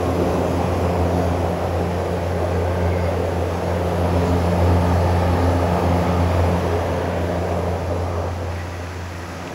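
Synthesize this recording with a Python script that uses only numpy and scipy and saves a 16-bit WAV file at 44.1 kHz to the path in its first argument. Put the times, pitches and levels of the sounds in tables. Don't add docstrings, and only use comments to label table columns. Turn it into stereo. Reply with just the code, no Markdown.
import sys
import numpy as np
from scipy import signal
from scipy.fft import rfft, irfft, next_fast_len
from scipy.io import wavfile
from scipy.ndimage import uniform_filter1d, map_coordinates

SR = 44100
rng = np.random.default_rng(int(sys.argv[2]) if len(sys.argv) > 2 else 0)


def put_to_file(sound):
    columns = np.atleast_2d(sound).T
    safe = np.clip(columns, -1, 1)
    whole_steps = np.round(safe * 32767)
    wavfile.write(sys.argv[1], SR, whole_steps.astype(np.int16))


N = 420713
TIME_S = np.arange(N) / SR


def amp(db):
    return 10 ** (np.asarray(db) / 20)


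def unit(x):
    return x / np.sqrt(np.mean(x ** 2) + 1e-20)


def along(points, hz):
    freqs, values = np.transpose(points)
    return np.interp(np.log(hz + 1), np.log(freqs + 1), values)


def curves(rows):
    times, *columns = np.transpose(rows)
    return [np.interp(TIME_S, times, column) for column in columns]


def bump(centre_s, sigma_s):
    return np.exp(-.5 * ((TIME_S - centre_s) / sigma_s) ** 2)


def wobble(rate_hz):
    return map_coordinates(rng.standard_normal(N // 40), [np.arange(N) * rate_hz / SR], mode="wrap")


def filtered(x, response):
    size = next_fast_len(N + SR // 4, real=True)
    return irfft(rfft(x, size) * response(np.fft.rfftfreq(size, 1 / SR)), size)[..., :N]


def narrow(hz, width_hz):
    phase = 2 * np.pi * np.cumsum(hz) / SR
    return unit(wobble(width_hz) * np.cos(phase) + wobble(width_hz) * np.sin(phase))


def patchy(x, depth_db, bins=5, frames=16):
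    spectra = signal.stft(x, nperseg=1024)[2]
    eddies = uniform_filter1d(rng.standard_normal(spectra.shape[1:]), bins, axis=0)
    eddies = uniform_filter1d(eddies, frames, axis=1)
    return unit(signal.istft(spectra * amp(depth_db * unit(eddies)), nperseg=1024)[1][:, :N])


# freq_hz, left_lead_rad
PORT_PHASE = [(130, 0), (400, -.2), (950, -.65), (1500, -.6), (2100, .3), (2900, -1), (4050, -.2),
              (5300, -.8), (6500, -.5), (7600, .9), (8750, 3.14), (11100, 6.28), (13350, 9.42),
              (15600, 12.57)]
# freq_hz, left_minus_right_db
PORT_BALANCE = [(900, 0), (1450, -3), (2200, -.5), (3200, -2.2), (4500, -1.5), (6200, 1), (8200, 0)]
# freq_hz, diffuse_re_common_db
STEREO_SPREAD = [(25, -16), (50, -27), (88, -35), (130, -21), (290, -15.5), (640, -11), (1000, -5.5),
                 (1450, -2.5), (2150, -6.5), (3000, -1), (4200, -4.5), (5300, -6), (7000, -2.5),
                 (7800, -1.5), (8500, -54), (15000, -40)]

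def air(colour):
    size = next_fast_len(N, real=True)
    hz = np.fft.rfftfreq(size, 1 / SR)
    common, apart = rfft(rng.standard_normal((2, size))) * colour(hz)
    spread = np.arctan(amp(along(STEREO_SPREAD, hz)))
    tilt = amp(along(PORT_BALANCE, hz) / 2) * np.exp(.5j * along(PORT_PHASE, hz))
    common, apart = common * np.cos(spread), apart * np.sin(spread)
    return unit(irfft([(common + apart) * tilt, (common - apart) / tilt], size)[:, :N])


def broad(spectrum):
    return air(lambda hz: amp(along(spectrum, hz)))


def resonant(modes):
    return air(lambda hz: sum(amp(db) / (1 + ((hz - centre) / width) ** 2) ** 2
                              for centre, width, db in modes))


def swelling_bands(rows):
    return sum(amp(db) * bump(centre_s, sigma_s) * resonant([(hz, width_hz, 0)])
               for centre_s, sigma_s, hz, width_hz, db in rows)


# freq_hz, width_hz, level_db
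TUNNEL_MODES = [(420, 50, 5), (1030, 150, 4), (1560, 150, 2), (1780, 80, 0), (1930, 90, 1.5),
                (2400, 300, -1.5)]
# freq_hz, density_db
FILM_SPECTRUM = [(150, -25), (260, -1), (430, 1), (1000, -4), (1400, 3), (2500, -9), (3500, -13),
                 (5000, -8), (6300, -8.5), (8000, -17), (10000, -26), (15000, -45)]

def tunnel_rush(level_db=-40.5, modes_db=-6, start_s=5.35, rise_s=4):
    inside = np.clip((TIME_S - start_s) / rise_s, 0, 1)
    return amp(level_db) * inside * (amp(modes_db) * resonant(TUNNEL_MODES) + broad(FILM_SPECTRUM))


# centre_s, sigma_s, freq_hz, width_hz, level_db
SWISHES = [(2.742, .014, 11000, 3500, -51), (4.29, .04, 4350, 650, -48), (4.28, .03, 7000, 1000, -49)]

def swishes():
    return swelling_bands(SWISHES)


# start_s, length_s, pitch_hz, glide_hz_per_s, width_hz, level_db
SCRAPES = [(1.82, .26, 1850, 60, 150, -46), (1.85, 1, 1990, 0, 70, -47.5), (1.6, 1.5, 1550, 0, 140, -43),
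           (2.76, .35, 2120, -60, 300, -39.5)]

def scrapes(waver=0.015, grit_db=2.0, release_s=0.035):
    out = np.zeros(N)
    for start_s, length_s, pitch_hz, glide_hz_per_s, width_hz, db in SCRAPES:
        age_s = np.clip(TIME_S - start_s, 0, length_s)
        hz = (pitch_hz + glide_hz_per_s * age_s) * (1 + waver * wobble(45))
        swell = np.sqrt(age_s / length_s) * np.minimum(1, (length_s - age_s) / release_s)
        grit = unit(amp(grit_db * wobble(70)))
        out += amp(db) * swell * grit * narrow(hz, width_hz)
    return out


# freq_hz, level_db, t60_s
CLICK_MODES = [(2380, -3, .018), (2680, 0, .022), (3300, -13, .025), (4800, -13, .015)]

def click(start_s=9.4755, level_db=-29, crack_db=-5, crack_t60_s=.012):
    age_s = np.maximum(0, TIME_S - start_s)
    ring = sum(amp(db - 60 * age_s / t60_s) * np.sin(2 * np.pi * hz * age_s)
               for hz, db, t60_s in CLICK_MODES)
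    crack = (age_s > 0) * amp(crack_db - 60 * age_s / crack_t60_s) * resonant([(2800, 2500, 0)])
    return amp(level_db) * (ring + crack)


# start_s, level_db
TICKS = [(8.55, -34), (8.5944, -33), (8.6147, -38), (8.7282, -35), (8.7501, -33), (8.87, -34),
         (9.1238, -33), (9.1507, -33), (9.258, -35), (9.367, -34), (9.422, -35), (9.525, -33)]
# freq_hz, level_db, t60_s
LOOSE_MODES = [(1600, -3, .025), (1920, -3, .045), (2230, -4, .022), (2580, -4, .025), (3300, -12, .015)]

def rattle(start_s=8.5, contacts=260, rate_hz=220, faint_db=-41, fade_db_per_s=5, trim_db=-0.5):
    age_s = np.arange(SR // 20) / SR
    out = np.zeros((2, N + SR))
    gap_draw, level_draw = rng.random((contacts, 2)).T
    times_s = start_s + np.cumsum(-np.log(gap_draw)) / rate_hz
    levels_db = faint_db - fade_db_per_s * (times_s - start_s) + 5 * (2 * level_draw - 1)
    for hit_s, hit_db in [*TICKS, *zip(times_s, levels_db)]:
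        onset = min(N, round(hit_s * SR))
        for hz, mode_db, t60_s in LOOSE_MODES:
            decay = amp(hit_db + trim_db + mode_db + rng.normal(0, 2.5) - 60 * age_s / t60_s)
            detuned_hz = hz * (1 + 0.017 * rng.normal())
            phase = 2 * np.pi * detuned_hz * age_s + rng.normal(size=(2, 1))
            out[:, onset:onset + len(age_s)] += decay * np.sin(phase)
    return out[:, :N]


# centre_s, sigma_s, freq_hz, width_hz, level_db
PASSING_BANDS = [(3.6, 0.57, 520, 110, -31), (5.1, 0.97, 4500, 800, -50), (5.25, 0.38, 1760, 150, -43),
                 (.6, .5, 2520, 700, -45), (6.95, 0.3, 1640, 450, -41.5), (7.402, 0.43, 592.5, 171, -30),
                 (8.2, 0.095, 1110, 330, -36)]

def passing_bands():
    return swelling_bands(PASSING_BANDS)


# time_s, gain_db
FACING = [(0, 2), (.6, 2.1), (1.4, 0.2), (2.3, -1.6), (3.8, -1), (4.3, 1.2), (5, 2), (6.5, 1.5),
          (7.3, -1.3), (8.2, -0.5), (9.54, -1)]
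# time_s, hidden_fraction
SHIELDING = [(7.4, 0.02), (7.74, .02), (7.83, 0.24), (7.95, .12), (8.05, 0.2), (8.27, 0.24), (8.33, 0.55),
             (8.45, .43), (8.62, 0.73), (9.05, 0.93), (9.54, 0.68)]

def carried(level_db, per_facing, close_db, wall_loss_db, back_away_s=1.62):
    close = np.maximum(0, 1 - TIME_S / back_away_s)
    facing_db, hidden = curves(FACING)[0], curves(SHIELDING)[0]
    return amp(level_db + per_facing * facing_db + close_db * close - wall_loss_db * hidden)


# time_s, left_minus_right_db
FAN_SIDE = [(0, -4), (4.8, -3), (7.3, -1.5), (8.5, 6.5)]

def fan_pan():
    return amp(np.outer([.5, -.5], curves(FAN_SIDE)[0]))


# time_s, pitch_hz, level_db
HOLLOW_PATH = [(0, 1081, -38), (.4, 1070, -41), (.7, 719, -31), (1.3, 693, -34.5), (2, 842, -39),
               (3.4, 871.5, -39), (4.25, 959, -36.5), (4.6, 884.5, -36), (5.75, 842.5, -31.5),
               (6.4, 907, -37), (7.4, 960, -40), (8.3, 962, -48)]

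def hollow_band(width_hz=130):
    pitch_hz, level_db = curves(HOLLOW_PATH)
    band = fan_pan() * amp(level_db) * narrow(pitch_hz, width_hz)
    return filtered(band, lambda hz: np.exp(1j * np.outer([.5, -.5], along(PORT_PHASE, hz))))


# freq_hz, width_hz, level_db
DUCT_MODES = [(413, 120, 0)]
# level_db, per_facing, close_db, wall_loss_db
DUCT_CARRY = (-35, -1.5, 11, 31)
# centre_s, sigma_s, pitch_hz, level_db
PUFFS = [(0.206, 0.027, 355, -27), (2, .02, 450, -25.5), (2.08, 0.016, 480, -27), (2.44, .016, 619.6, -27),
         (2.578, 0.018, 476, -24.5), (3.08, 0.023, 590, -29), (4.244, 0.024, 424, -23.5),
         (6.744, 0.034, 417, -24.5), (7.92, 0.016, 617, -27), (8.207, 0.026, 570, -31),
         (8.426, .02, 501, -34)]

def duct(wander_rad=0.92, throb_db=3.0):
    throb = carried(*DUCT_CARRY) * amp(throb_db * wobble(11)) * resonant(DUCT_MODES)
    drift = wander_rad * wobble(70)
    puffs = sum(amp(db) * bump(centre_s, sigma_s) * unit(np.cos(2 * np.pi * hz * TIME_S + drift))
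                for centre_s, sigma_s, hz, db in PUFFS)
    return throb + puffs


# time_s, lag_ms, gain
GROUND_ECHO = [(0, 2, 0.14), (2.5, 2.15, 0.05), (3.9, 2.1, 0), (4.3, 2.35, 0.26), (5, 2.37, 0.3),
               (5.9, 2.42, 0.23), (6.5, 2.3, 0), (7.1, 2.6, 0.1), (7.9, 2.45, 0.2)]

def ground_bounce(x, cutoff_hz=2200):
    lag_ms, gain = curves(GROUND_ECHO)
    dull = filtered(x, lambda hz: 1 / (1 + (hz / cutoff_hz) ** 4))
    late = np.array([np.interp(TIME_S - lag_ms / 1000, TIME_S, side) for side in dull])
    return (x + gain * late) / np.sqrt(1 + gain ** 2)


# freq_hz, density_db
RUMBLE_SPECTRUM = [(20, -24), (32, -23), (45, -13), (60, -1.5), (78, 0), (105, -0.5), (150, 1.5),
                   (210, -1.5), (290, -10), (420, -31), (900, -73)]
# freq_hz, width_hz, level_db
HOUSING_MODES = [(261, 23, 0), (337, 102, -2)]
# level_db, per_facing, close_db, wall_loss_db
RUMBLE_CARRY = (-31.5, 1.65, -1, 8)
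HOUSING_CARRY = (-35.5, 1, 5, 6)

def rumble():
    turbulence = carried(*RUMBLE_CARRY) * broad(RUMBLE_SPECTRUM)
    return turbulence + carried(*HOUSING_CARRY) * resonant(HOUSING_MODES)


# freq_hz, density_db
ROAR_SPECTRUM = [(170, -53), (250, -15.5), (320, -6.5), (420, -1), (560, 2), (700, 0), (820, -6.5),
                 (1000, -20.5), (1500, -26), (4000, -81)]
WHIRR_SPECTRUM = [(450, -50), (680, -4), (800, 1), (900, 0.5), (1020, -0.5), (1220, -2), (1450, -14),
                  (2200, -29.5), (5000, -79)]
RUSH_SPECTRUM = [(600, -35), (1150, -1.5), (1550, 1.5), (2000, -2), (2700, -4.5), (3300, -8.5),
                 (4200, -18.5), (8000, -53)]
HISS_SPECTRUM = [(1800, -8.5), (2700, -2), (3200, -.5), (4000, -0.5), (5000, 2.2), (6200, -.3),
                 (7500, -4.2), (8700, -3.8), (10000, -3.6), (13000, -8.6), (15700, -10)]
# level_db, per_facing, close_db, wall_loss_db
ROAR_CARRY = (-25.5, 0.74, -1, 15.5)
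WHIRR_CARRY = (-32.5, 1.87, -3, 8)
# time_s, rush_db, hiss_db
TREBLE_LEVELS = [(0, -37, -41), (.7, -37, -41), (1.5, -37.5, -43), (2.4, -37.5, -44), (3.8, -36.5, -43),
                 (4.25, -34.5, -41), (5.3, -34, -41), (6.5, -34, -41.5), (7.05, -35.5, -44),
                 (7.5, -37.5, -44.5), (8.2, -41, -47.5), (8.7, -40.5, -47.5), (9.54, -41, -46.5)]

def air_stream(angle, roar_chop=0.13, whirr_chop=0.07, rush_chop=0.05):
    surge = wobble(14)
    pulse = np.cos(angle) + .6 * np.cos(2 * angle)
    rush_db, hiss_db = curves(TREBLE_LEVELS)
    low = rumble()
    roar = carried(*ROAR_CARRY) * amp(0.089 * surge) * broad(ROAR_SPECTRUM)
    roar *= 1 + roar_chop * pulse
    whirr = carried(*WHIRR_CARRY) * amp(0.45 * surge) * patchy(broad(WHIRR_SPECTRUM), depth_db=1.0)
    whirr *= 1 + whirr_chop * pulse
    rush = amp(rush_db + 0.24 * surge) * patchy(broad(RUSH_SPECTRUM), depth_db=0.5)
    rush *= 1 + rush_chop * pulse
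    hiss = amp(hiss_db + 0.32 * wobble(15)) * patchy(broad(HISS_SPECTRUM), depth_db=1.75)
    pan = fan_pan()
    return low + pan * roar + ground_bounce(pan * whirr + rush) + hiss


def blade_angle(blade_hz=87.72, drift_rad=0.03):
    return 2 * np.pi * blade_hz * TIME_S + drift_rad * wobble(0.83)


def blade_tone(angle, harmonic, shake):
    rate_hz = max(11, 5 * harmonic)
    eddies = wobble(rate_hz) + 1j * wobble(rate_hz)
    phase = harmonic * angle + rng.uniform(0, 2 * np.pi)
    return unit(np.real((1 + shake * eddies) * np.exp(1j * phase)))


# centre_s, harmonic, depth_db, sigma_s
HUM_DIPS = [(.14, 2, 14, .022), (.77, 2, 20, .029), (1.61, 1, 7, .029), (1.75, 2, 9, .029),
            (2.05, 2, 14, .029), (2.29, 2, 9, .029), (2.65, 2, 7, .05), (3.28, 2, 9, .029),
            (3.46, 2, 19, .029), (5.4, 2, 7, .03), (5.8, 1, 6, .025), (6.04, 1, 15, .016)]

def dips(harmonic):
    return amp(-sum(depth_db * bump(centre_s, sigma_s)
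                    for centre_s, number, depth_db, sigma_s in HUM_DIPS if round(number) == harmonic))


# time_s, first_db, second_db
HUM_LEVELS = [(0.0, -28, -33), (1.15, -23.5, -29.5), (2.25, -26, -32), (2.9, -21.5, -29),
              (3.45, -25.5, -31.5), (4.6, -19, -24), (5.2, -18.5, -26.5), (5.75, -22, -27.0),
              (6.4, -19.5, -28), (6.95, -26.5, -37.5), (7.5, -25, -30.5), (8.6, -27.5, -47),
              (9.54, -38.5, -45.5)]
# time_s, level_db
THIRD_LEVELS = [(0, -36), (.5, -38.5), (.85, -47), (1.2, -29), (1.6, -39.5), (2.6, -54), (3, -39.5),
                (3.9, -43.5), (4.3, -26.5), (4.52, -39), (4.72, -29), (5.1, -36.5), (5.6, -32),
                (6.2, -30.5), (6.6, -38.5), (7.5, -40.5), (8.4, -53.5)]
# harmonic, level_db
OVERTONES = [(4, -12), (5, -9.5), (6, -9.5), (7, -12.5)]
# level_db, per_facing, close_db, wall_loss_db
OVERTONE_CARRY = (-28, 0.5, 3, 16)

def fan_hum(angle, drone_hz=81.95, drone_db=-15.5, mains_hz=120, mains_db=-25):
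    first_gain, second_gain = amp(curves(HUM_LEVELS))
    flicker = amp(0.6 * wobble(5.4))
    second = second_gain * dips(2) * unit(flicker * blade_tone(angle, 2, shake=0.28))
    third = amp(curves(THIRD_LEVELS)[0]) * blade_tone(angle, 3, shake=0.39)
    upper = sum(amp(db) * blade_tone(angle, round(harmonic), shake=0.71) for harmonic, db in OVERTONES)
    exposed = 1 - curves(SHIELDING)[0]
    drone = amp(drone_db) * exposed * narrow(np.full(N, drone_hz), width_hz=3.14)
    mains = amp(mains_db) * unit(np.sin(2 * np.pi * mains_hz * TIME_S))
    low = first_gain * dips(1) * (blade_tone(angle, 1, shake=0.14) + drone + mains)
    return low + second + third + carried(*OVERTONE_CARRY) * upper


def scene():
    angle = blade_angle()
    fan = fan_hum(angle) + air_stream(angle) + duct() + hollow_band() + passing_bands()
    return fan + tunnel_rush() + scrapes() + swishes() + rattle() + click()


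def record(dry, cutoff_hz=15750):
    return filtered(dry, lambda hz: hz < cutoff_hz)


dry = scene()
out = record(dry)
put_to_file(out)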